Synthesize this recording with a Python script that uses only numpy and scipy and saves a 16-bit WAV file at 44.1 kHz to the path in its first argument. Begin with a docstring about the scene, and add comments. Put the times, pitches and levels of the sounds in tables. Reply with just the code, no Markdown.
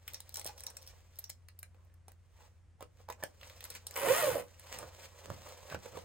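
"""A thick metal jacket zipper is pulled shut in one stroke: its teeth buzz through the taut canvas.
Each tooth pushes on the resonant canvas and tape and lets out a burst of filtered scraping noise.
Before and after, hands fit and settle the parts: pin, slider and pull tabs click as ringing modes.
Noise shaped by strokes makes sleeves rustle; knocks and scuffs set the canvas ringing.
A small, dead room with a low hum, heard by a close pair of microphone ports."""
import sys
import numpy as np
from scipy import signal
from scipy.fft import rfft, irfft
from scipy.io import wavfile
from scipy.ndimage import uniform_filter1d

SR = 44100
rng = np.random.default_rng(int(sys.argv[2]) if len(sys.argv) > 2 else 0)


def int16_out(signal):
    """Quantize to a 16-bit WAV file."""
    q = np.round(np.clip(np.atleast_2d(signal).T, -1, 1) * 32767)
    wavfile.write(sys.argv[1], SR, q.astype(np.int16))


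N = 266540
TIME = np.arange(N) / SR


def amp(db):
    """Decibels to gain."""
    return 10 ** (np.asarray(db) / 20)


def unit(x):
    """Scales to an rms of 1."""
    return x / np.sqrt(np.mean(x ** 2) + 1e-20)


def struck(hit):
    """Scales a hit so that its energy, packed into 3 ms, has an rms of 1."""
    return unit(hit) * np.sqrt(.003 * SR / len(hit))


def read(points, hz):
    """Reads a table on a log-frequency axis."""
    f, value = np.transpose(points)
    return np.interp(np.log(hz + 1), np.log(f + 1), value)


def add(mix, s, sound):
    """Mixes a sound in at s seconds."""
    part = mix[max(round(s * SR), 0):][:len(sound)]
    part += sound[:len(part)]


def colour(x, points, size=4096):
    """Causal (minimum-phase) filter with the given spectrum."""
    log_gain = np.log(amp(read(points, abs(np.fft.fftfreq(size, 1 / SR)))))
    taps = np.fft.ifft(np.exp(np.conj(signal.hilbert(log_gain)))).real[:size // 2]
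    return signal.fftconvolve(x, taps)[:len(x)]


def resonate(x, hz, width_hz):
    """One band-pass resonance of gain 1."""
    return signal.lfilter(*signal.iirpeak(hz, hz / width_hz, SR), x)


def resonate_twice(x, hz, width_hz):
    """The same resonance passed twice, for steeper sides."""
    return resonate(resonate(x, hz, width_hz), hz, width_hz)


def drift(per_s):
    """Smooth chance of rms 1, with per_s new values a second."""
    knots = rng.standard_normal(N // 8)
    return unit(np.interp(TIME * per_s, np.arange(len(knots)), knots))


def swells(rows):
    """Gain over time from bell-shaped swells."""
    return sum(amp(db) * np.exp(-.5 * ((TIME - s) / length) ** 2) for s, db, length in rows)


# spectrum of the still air: (frequency [Hz], level [dB])
AIR_SPECTRUM = [(20, 0), (40, -7), (58, 4.5), (100, -5.5), (160, -14.5), (280, -24), (550, -27),
                (1000, -30.5), (2000, -32.5), (4000, -41.5), (9000, -42), (16000, -69)]
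HUM_HZ, HUM_DB = 87, -62


def background(air_db=-65, apart=0.82):
    """Low rumble with faint hiss, partly shared by both ports, and a slightly wavering hum."""
    shared, left, right = (unit(colour(rng.standard_normal(N), AIR_SPECTRUM)) for _ in range(3))
    air = amp(air_db) * (shared + apart * np.array([left, right]))
    phase = 2 * np.pi * np.cumsum(HUM_HZ + .8 * drift(6)) / SR
    hum = np.sin(phase) * amp(1.3 * drift(5))
    return air + amp(HUM_DB) * unit(hum)


# decay of the room: (frequency [Hz], time to fall 60 dB [s])
ROOM_DECAY = [(100, 0.51), (600, 0.17), (2000, 0.11), (6000, 0.14), (15000, 0.14)]


def room(x, first_s=.004):
    """Sparse reflections, quickly soaked up by hanging clothes."""
    taps = rng.choice([-1., 1.], (2, SR // 3)) * (rng.random((2, SR // 3)) < 4000 / SR)
    taps *= np.arange(SR // 3) > first_s * SR
    hz, t, z = signal.stft(taps, SR, nperseg=256)
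    fade = amp(-60 * t / read(ROOM_DECAY, hz)[:, None])  # each band dies away at its own pace
    tail = signal.istft(z * fade, SR)[1]
    return signal.fftconvolve(x[None], tail / np.linalg.norm(tail[0]), axes=1)[:, :N]


def moving(x, echo, count=3, round_s=0.33):
    """The hands keep moving, so the sound passes in turn through a few different sets of reflections."""
    turn = TIME / round_s
    return sum(np.sqrt(2 / count) * echo(x * np.cos(np.pi * (turn + k / count))) for k in range(count))


def scatter(x):
    """Hands, sleeves and body throw sound back within milliseconds, in opposite polarity at the ports."""
    t, t60 = np.arange(SR // 50) / SR, .011
    taps = rng.standard_normal((2, len(t))) * amp(-60 * t / t60)
    taps = taps[0] - taps[1]
    echo = signal.fftconvolve(x, taps / np.linalg.norm(taps))[:N]
    return np.array([echo, -echo]) / np.sqrt(2)


# phase gap between the two ports: (frequency [Hz], lead of the left [rad])
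PORT_LEAD = [(0, 0), (600, -.5), (2600, -.7), (4600, -1.5), (5500, -2.3), (5900, -4.2), (6700, -5.6),
             (7700, -6.1), (9700, -4.1), (10700, -3.25), (11700, -3.05), (12500, -2), (13900, -.3),
             (16000, 0)]


def ports(x):
    """Direct sound reaches the two ports with a phase gap that depends on frequency."""
    lead = np.interp(np.fft.rfftfreq(N, 1 / SR), *np.transpose(PORT_LEAD))
    return irfft(rfft(x) * np.exp(.5j * np.array([lead, -lead])), N)


# strokes of sleeves and hands over the jacket:
# (time of peak [s], brushing level [dB], heavy fold level [dB], rise [s], fall [s])
CLOTH_STROKES = [(0.11, -58.5, -67.5, 0.052, 0.11), (0.38, -62, -67, 0.014, .05),
                 (0.47, -52.5, -64, 0.016, 0.039), (0.66, -69.5, -65, 0.39, 0.26),
                 (0.9, -65, -75, 0.18, 0.14), (1.22, -71, -80, 0.45, .08), (1.85, -84, -80, 0.47, 0.14),
                 (2.43, -66.5, -72, 0.088, 0.066), (3.0, -69.5, -70, .05, .04),
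                 (3.22, -67, -64.5, 0.037, 0.11), (3.45, -59, -63.5, 0.045, 0.31),
                 (3.765, -53, -62.5, 0.089, 0.015), (3.929, -59, -56, 0.045, 0.019),
                 (4.5, -67.5, -70.5, 0.14, 0.18), (4.739, -50, -56, 0.09, 0.049),
                 (4.81, -54.5, -53.5, 0.039, 0.093), (5.035, -50, -58.5, 0.053, 0.033),
                 (5.199, -61, -60.5, 0.058, 0.052), (5.33, -56.5, -55.5, 0.12, 0.085),
                 (5.47, -54, -56.5, 0.062, .15), (5.729, -53.5, -54, 0.072, 0.019),
                 (5.859, -53.5, -55, 0.039, 0.038), (5.97, -56.5, -57, 0.081, 0.18)]
# spectrum of canvas brushing on canvas: (frequency [Hz], level [dB])
BRUSH_SPECTRUM = [(300, -2.5), (900, 2), (2000, 6.5), (3500, 2), (7000, 1.5), (9400, -1.5), (12500, -3.5),
                  (16000, -7)]
# spectrum of shifting folds: (frequency [Hz], level [dB])
FOLD_SPECTRUM = [(40, -6), (130, -8), (300, -13.5), (520, 11), (750, 1), (1100, 2.5), (2000, -7),
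                 (5000, -30)]
STROKE_ROUNDNESS = 0.96  # 1 is a pointed swell, 2 a bell


def cloth(flutter_db=2.5, crumple_db=3, snags_per_s=220, snag_size=0.4):
    """With each stroke canvas brushes on canvas, single threads snag, and heavy folds shift."""
    brush_power, fold_power, t = 0, 0, TIME[::64]
    for s, brush_db, fold_db, rise, fall in CLOTH_STROKES:
        swell = np.exp(-np.maximum((s - t) / rise, (t - s) / fall) ** STROKE_ROUNDNESS)
        brush_power += (amp(brush_db) * swell) ** 2
        fold_power += (amp(fold_db) * swell) ** 2
    snags = rng.standard_normal(N) * rng.exponential(1, N) * (rng.random(N) < snags_per_s / SR)
    rub = rng.standard_normal(N) + snag_size * unit(snags)
    brush = unit(colour(rub * amp(flutter_db * drift(90)), BRUSH_SPECTRUM))
    folds = unit(colour(rub * amp(crumple_db * drift(110)), FOLD_SPECTRUM))
    brush_gain = np.interp(TIME, t, np.sqrt(brush_power))
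    fold_gain = np.interp(TIME, t, np.sqrt(fold_power))
    return brush * brush_gain + folds * fold_gain


# the heavy hem is tugged or flaps: (time of peak [s], level [dB], length of bell [s])
HEM_FLAPS = [(4.1, -49, 0.045), (4.33, -52.5, 0.069), (4.81, -58.5, 0.046), (5.305, -53, 0.02),
             (5.35, -59.5, 0.051), (5.75, -50, 0.026), (5.97, -57.5, 0.027)]


def flaps(hz=105, width_hz=130):
    """Heavy cloth pushes a soft puff of air."""
    return swells(HEM_FLAPS) * unit(resonate_twice(rng.standard_normal(N), hz, width_hz))


# fingers and cuffs scuff the jacket:
# (time of peak [s], level [dB], length of bell [s], pitch of the cloth under them [Hz])
JACKET_SCUFFS = [(0.385, -56.5, 0.02, 807), (0.48, -56.5, 0.022, 835), (0.67, -60.5, 0.016, 894),
                 (1.80, -73, 0.018, 1040), (1.91, -78.5, .023, 1740), (2.42, -69.5, 0.046, 874),
                 (2.812, -55, 0.011, 860), (3.09, -51, 0.0047, 840), (3.205, -61, 0.0084, 920),
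                 (3.234, -50, .007, 1700), (4.76, -59, 0.024, 910), (4.815, -48.5, 0.019, 580),
                 (5.728, -47.5, 0.013, 1540), (5.748, -43.5, 0.0044, 1410), (5.862, -45.5, 0.0044, 510),
                 (5.962, -53, 0.017, 1140), (5.97, -50.5, 0.02, 508)]
# spectrum of a blunt contact on canvas, for scuffs and knocks: (frequency [Hz], level [dB])
THUD_SPECTRUM = [(40, -11), (130, -2), (300, -8), (520, 8.5), (1000, 0), (2000, -8.5), (4000, -14.5),
                 (9000, -18.5)]


def scuffs(crumple_db=5.5, width_share=0.085, plain_db=-3):
    """Skin and cloth drag briefly over the canvas, which rings according to its tension."""
    t = np.arange(SR // 4) / SR - 1 / 8
    out, flutter = np.zeros(N), amp(crumple_db * drift(200))
    for k, (s, db, length, hz) in enumerate(JACKET_SCUFFS):
        drag = rng.standard_normal(len(t)) * flutter[k * len(t):][:len(t)]
        ringing = unit(resonate(drag, hz, hz * width_share))
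        plain = unit(colour(drag, THUD_SPECTRUM))
        rub = unit(ringing + amp(plain_db) * plain)
        add(out, s + t[0], amp(db) * np.exp(-.5 * (t / length) ** 2) * rub)
    return out


# blunt knocks of fingers, slider and hem on the canvas:
# (time [s], level [dB], drum pitch [Hz], time for the scuff to fall 60 dB, at least 0.005 [s])
CANVAS_KNOCKS = [(0.457, -48, 640, 0.05), (1.746, -65.5, 470, .05), (2.082, -56, 810, 0.15),
                 (2.808, -48.5, 564, 0.12), (2.826, -48.5, 546, .02), (3.002, -60, 530, .08),
                 (3.088, -43, 910, 0.03), (3.1, -40, 984, 0.072), (3.226, -49, 930, 0.075),
                 (3.237, -39, 614, .022), (5.302, -41, 640, 0.035), (5.63, -57, 980, 0.022),
                 (5.724, -47, 1130, .025), (5.746, -40, 493, 0.035), (5.858, -48.5, 510, 0.038)]


def knocks(drum_width_hz=100, drum_db=2, snap_db=-3, snap_s=0.0064):
    """A blow snaps, scuffs and sets a patch of canvas drumming for a few cycles."""
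    out, t = np.zeros(N), np.arange(SR // 8) / SR
    for s, db, hz, t60 in CANVAS_KNOCKS:
        scuff, snap = rng.standard_normal((2, len(t))) * amp(-60 * t / [[max(t60, .005)], [snap_s]])
        drum = np.sin(2 * np.pi * hz * t) * np.exp(-np.pi * drum_width_hz * t)
        blow = struck(colour(scuff, THUD_SPECTRUM))
        blow += amp(snap_db) * struck(colour(snap, THUD_SPECTRUM))
        blow += amp(drum_db) * struck(drum)
        add(out, s, amp(db) * blow)
    return out


# loose teeth graze the slider: (time of peak [s], level [dB], length of bell [s])
TOOTH_GRAZES = [(0.375, -54, 0.031), (0.47, -46, 0.014), (0.59, -56, .015), (0.825, -58, 0.0075),
                (0.88, -52.5, 0.009), (1.16, -59, 0.0056), (3.46, -62, 0.018), (3.56, -57.5, 0.0059),
                (3.72, -61, 0.031), (3.95, -48.5, 0.01)]
# modes of slider and pull tabs, for grazes and clicks, before the fingers damp and detune them:
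# (frequency [Hz], level [dB], time to fall 60 dB [s])
METAL_MODES = [(3600, -10, 0.013), (5490, 3.5, 0.019), (6030, -8, 0.015), (7740, -16, 0.052),
               (8500, -15, 0.015), (8860, -10, 0.02), (9970, -11.5, 0.053), (12080, 1.5, 0.032),
               (12510, -3, 0.044), (14300, -24, 0.068), (15300, -29, 0.01)]
# spectrum of a metal contact, for grazes and clicks: (frequency [Hz], level [dB])
TICK_SPECTRUM = [(200, -20.5), (600, 5), (2000, -18), (4000, 5), (7000, -4), (9500, 9.5), (13000, 3.5),
                 (16000, 3)]


def grazes(ticks_per_s=500):
    """Many tiny metal ticks run together into a scratch."""
    ticks = rng.standard_normal(N) * (rng.random(N) < ticks_per_s / SR)
    ring = sum(amp(db) * resonate(ticks, hz, 8 / t60) for hz, db, t60 in METAL_MODES)
    return swells(TOOTH_GRAZES) * unit(unit(colour(ticks, TICK_SPECTRUM)) + 0.9 * unit(ring))


# metal touching metal: (time [s], level [dB], centre of the favoured ringing [Hz], low clack level [dB],
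# ring level, high when the part hangs loose [dB]); clack and ring are relative to the click
METAL_CLICKS = [(0.0787, -39.5, 16000, -3.5, 0), (0.1349, -42.5, 14100, -35, -12),
                (0.144, -38.5, 5850, -17, -5), (0.2038, -41, 9800, -23, -12),
                (0.2929, -45.5, 13600, -24, -39), (0.3424, -39.5, 7150, -33, -3),
                (0.3573, -36.5, 6700, -14, -6), (0.3704, -36.5, 9500, -25, -4),
                (0.395, -38.5, 8600, -21, -6), (0.414, -44, 3830, -9, -13), (0.4457, -39, 9000, -24, -11),
                (0.4626, -42.5, 9600, -23, 4.5), (0.4742, -39.5, 4220, -32, -27),
                (0.6057, -43.5, 8900, -14.5, -19), (0.6364, -44.5, 8750, -12.5, 1),
                (0.6664, -36, 6200, -20, -6), (0.7016, -49, 8750, -12, -1),
                (0.7688, -42.5, 8100, -12, -1.5), (1.1881, -41, 12800, -20, 4.5),
                (1.2411, -47, 5900, -21, 5), (1.2955, -41.5, 13000, -15, -8),
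                (1.2995, -38.5, 7300, -18, -7), (1.4857, -50.5, 4340, -5.5, -12),
                (1.59, -48, 13000, -23, 1), (1.6298, -41, 9500, -8, -17), (1.8487, -71, 15000, -13, -6),
                (1.941, -69, 9900, -10, 5), (2.0822, -54.5, 9900, -12, -1), (2.1185, -56, 8900, -9.5, -22),
                (2.807, -60, 3470, -8, -6), (2.8256, -48.5, 7700, -10, -19),
                (3.1017, -42.5, 4740, -10, -24), (3.1245, -49.5, 7100, -1.5, -1.5),
                (3.237, -32, 5570, -7.5, -35), (3.412, -56, 3830, 4, -2), (3.431, -57, 3540, 9.5, 0),
                (3.4979, -54.5, 3520, 3, -1), (3.6067, -47, 3330, -6.5, -2.5),
                (3.6407, -39.5, 10500, -24, -14), (3.6512, -53.5, 12200, -5, 11.5),
                (3.7025, -41, 8630, -28, -2), (3.7122, -53, 8440, -8, -24), (3.7506, -42.5, 8160, -10, -12),
                (3.8681, -35.5, 9200, -32, -5), (3.9096, -43.5, 7500, -10, -11),
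                (3.9625, -39.5, 7760, 1.5, 0.5), (3.973, -39, 12200, -19, 3), (4.404, -57, 12800, -5, -15),
                (4.596, -50.5, 9870, -11, 0), (4.7873, -39.5, 8700, -10, -5.5),
                (5.4884, -51, 4250, -10, -13), (5.6999, -49.5, 3920, 1.5, -6)]
# a loose part chatters longer than one held tight: length at 0 dB of ring, dB of ring that double it
CHATTER_S, CHATTER_DOUBLES_DB = 0.027, 15.5


def clicks(clack_hz=2200, clack_width_hz=2400, focus_db=14, focus_octaves=0.26, rise_s=0.00038,
           vary_db=3, detune=0.023, free_db=-3, snap=3.9, bright=.9, slide_db=-13, slide_s=0.00075):
    """Each contact snaps, chatters briefly and rings the modes nearest to where it lands."""
    out, t = np.zeros(N), np.arange(SR // 8) / SR
    for s, db, hz, clack_db, ring_db in METAL_CLICKS:
        chatter = CHATTER_S * 2 ** (ring_db / CHATTER_DOUBLES_DB)
        force = rng.standard_normal(len(t)) * amp(-60 * t / chatter) * (1 - np.exp(-t / rise_s))
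        force[SR // 1000] += snap  # the edges graze, then seat with one hard impulse
        edge = bright * amp(.5 * min(ring_db, 0)) * unit(resonate(force, hz, hz / 4))
        tick = unit(colour(force, TICK_SPECTRUM)) + edge
        clack = resonate_twice(force, clack_hz, clack_width_hz)
        loose = amp(min(ring_db - free_db, 0))  # a part held tight rings weakly and stops early
        ring = 0
        chances = rng.standard_normal((len(METAL_MODES), 3))
        for (f, mode_db, t60), (touch, shift, phase) in zip(METAL_MODES, chances):
            near = np.exp(-(np.log2(f / hz) / focus_octaves) ** 2)
            # fingers damp and detune the modes differently each time
            level_db = mode_db + focus_db * near + vary_db * touch
            fade_db = level_db - 60 * t / (t60 * loose * (.5 + .5 * near))
            ring += amp(fade_db) * np.sin(2 * np.pi * (f * t * (1 + detune * shift) + phase))
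        click = struck(tick) + amp(ring_db) * struck(ring) + amp(clack_db) * struck(clack)
        add(out, s, amp(db) * click)
        # the parts slide into contact: noise that grows up to the click
        slide = (rng.standard_normal(len(t)) * np.exp(-t / slide_s))[SR // 50::-1]
        add(out, s - len(slide) / SR, amp(db + slide_db) * struck(colour(slide, TICK_SPECTRUM)))
    return out


# speed of the slider, before jitter: (time [s], speed [teeth per second])
SLIDER_SPEED = [(3.945, 18.5), (3.965, 227), (4.045, 287), (4.09, 475), (4.19, 700), (4.29, 520),
                (4.35, 310), (4.40, 227), (4.425, 61), (4.48, 14)]
# the slider catches on the tape and the taut canvas drums louder:
# (time of peak [s], level [dB], fall of the half bell [s])
TAPE_DRAGS = [(4.037, -35.5, 0.016), (4.072, -37, .022), (4.106, -25, 0.015), (4.235, -30.5, 0.016),
              (4.278, -30, 0.016), (4.357, -33.5, 0.019), (4.401, -45.5, 0.012)]
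# resonances of the taut jacket front: (frequency [Hz], width of each of two passes [Hz], level [dB])
CANVAS_MODES = [(521, 175, 1.5), (696, 310, -10.5)]
# resonances of the slider on its tape: (frequency [Hz], width of each of two passes [Hz], level [dB])
TAPE_MODES = [(960, 600, -1.5), (1470, 220, 0.5), (1865, 380, -5.5), (2530, 1030, -8), (2890, 280, -12)]
# spectrum of teeth sliding through the slider: (frequency [Hz], level [dB])
SCRAPE_SPECTRUM = [(60, -25), (130, -8), (250, 1), (700, 11), (2000, 5), (4000, 1.5), (6500, 0),
                   (8500, 3.5), (10000, 11), (12200, -1), (14000, 8), (16000, -6.5)]
# scraping, drumming canvas and rattling tape, one row each: (level at a brisk speed [dB],
# gain per doubling of speed [dB], loss as the slider climbs to the collar [dB])
SCRAPE_PULL = (-32, 6.9, 6.4)
CANVAS_PULL = (-35.5, 6.9, 9)
RATTLE_PULL = (-35.5, 6.5, 8.2)
BRISK_TEETH_PER_S, DRAG_RISE_S = 600, 0.0049


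def zipper(canvas_grit=0.53, tape_grit=0.21, wobble_db=2.0, jitter=.05, uneven_db=2.5, grip=.3, slide=.36):
    """Tooth after tooth snaps into the slider: a push on the canvas and a scrape, louder with speed."""
    speed = np.interp(TIME, *np.transpose(SLIDER_SPEED), left=0, right=0)
    speed = np.maximum(speed, 1e-6)
    teeth = np.cumsum(speed * (1 + jitter * drift(500))) / SR
    tooth = teeth.astype(int)
    size = amp(uneven_db * rng.standard_normal(N)[tooth])

    def pull(db, doubling_db, climb_db):
        """Gain that grows with the slider's speed and fades as it moves up and away."""
        speed_db = doubling_db * np.log2(speed / BRISK_TEETH_PER_S)
        return amp(db + speed_db - climb_db * teeth / teeth[-1])

    def steady(x, size=700):
        """Evens out the slow level, so that the pull alone sets it."""
        return x / np.sqrt(abs(uniform_filter1d(x ** 2, size)) + 1e-12)

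    def through(x, modes):
        """A body with steep-sided resonances that ring one after another."""
        rings = (amp(db) * resonate_twice(x, hz, width) for hz, width, db in modes)
        return steady(sum(np.roll(ring, k * SR // 1500) for k, ring in enumerate(rings)))

    new_tooth = np.diff(tooth, prepend=0) > 0
    pushes = steady(size * new_tooth, size=4000) * np.sqrt(speed / BRISK_TEETH_PER_S)
    burst = slide + np.exp(-(teeth % 1) / grip)  # strongest as each tooth enters
    grit = steady(size * burst * rng.standard_normal(N), size=4000)
    drags = 0
    for s, db, fall in TAPE_DRAGS:
        drags += amp(db) * np.exp(-.5 * ((TIME - s) / np.where(TIME < s, DRAG_RISE_S, fall)) ** 2)
    scrape = pull(*SCRAPE_PULL) * steady(colour(grit, SCRAPE_SPECTRUM))
    canvas = (pull(*CANVAS_PULL) + drags) * through(pushes + canvas_grit * grit, CANVAS_MODES)
    wobble = amp(wobble_db * drift(110))
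    rattle = pull(*RATTLE_PULL) * wobble * through(pushes + tape_grit * grit, TAPE_MODES)
    return scrape + canvas + rattle


# share of the sound that is scattered sideways: (frequency [Hz], level [dB])
SIDEWAYS_SHARE = [(100, -16), (500, -10), (1200, -7), (2500, -4.5), (5000, -6), (8500, -10), (11000, -22),
                  (15000, -17)]


def scene():
    """Zipper and cloth close to the ports; reflections come from the front and from all around."""
    near = cloth() + flaps() + scuffs() + knocks() + grazes() + clicks() + zipper()
    front = amp(-20) * room(near)[0]
    sideways = colour(near, SIDEWAYS_SHARE)
    around = scatter(sideways) + amp(1.0) * moving(sideways, room)
    return background() + around + ports(near + front)


EDGE_HZ = 16100


def record(dry, low_cut_hz=36):
    """The recorder's low cut and band limit."""
    cut = signal.sosfilt(signal.butter(2, low_cut_hz, "high", fs=SR, output="sos"), dry)
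    band_limit = signal.firwin(255, EDGE_HZ, window=("kaiser", 8), fs=SR)
    return signal.oaconvolve(cut, band_limit[None], "same")


dry = scene()
out = record(dry)
int16_out(out)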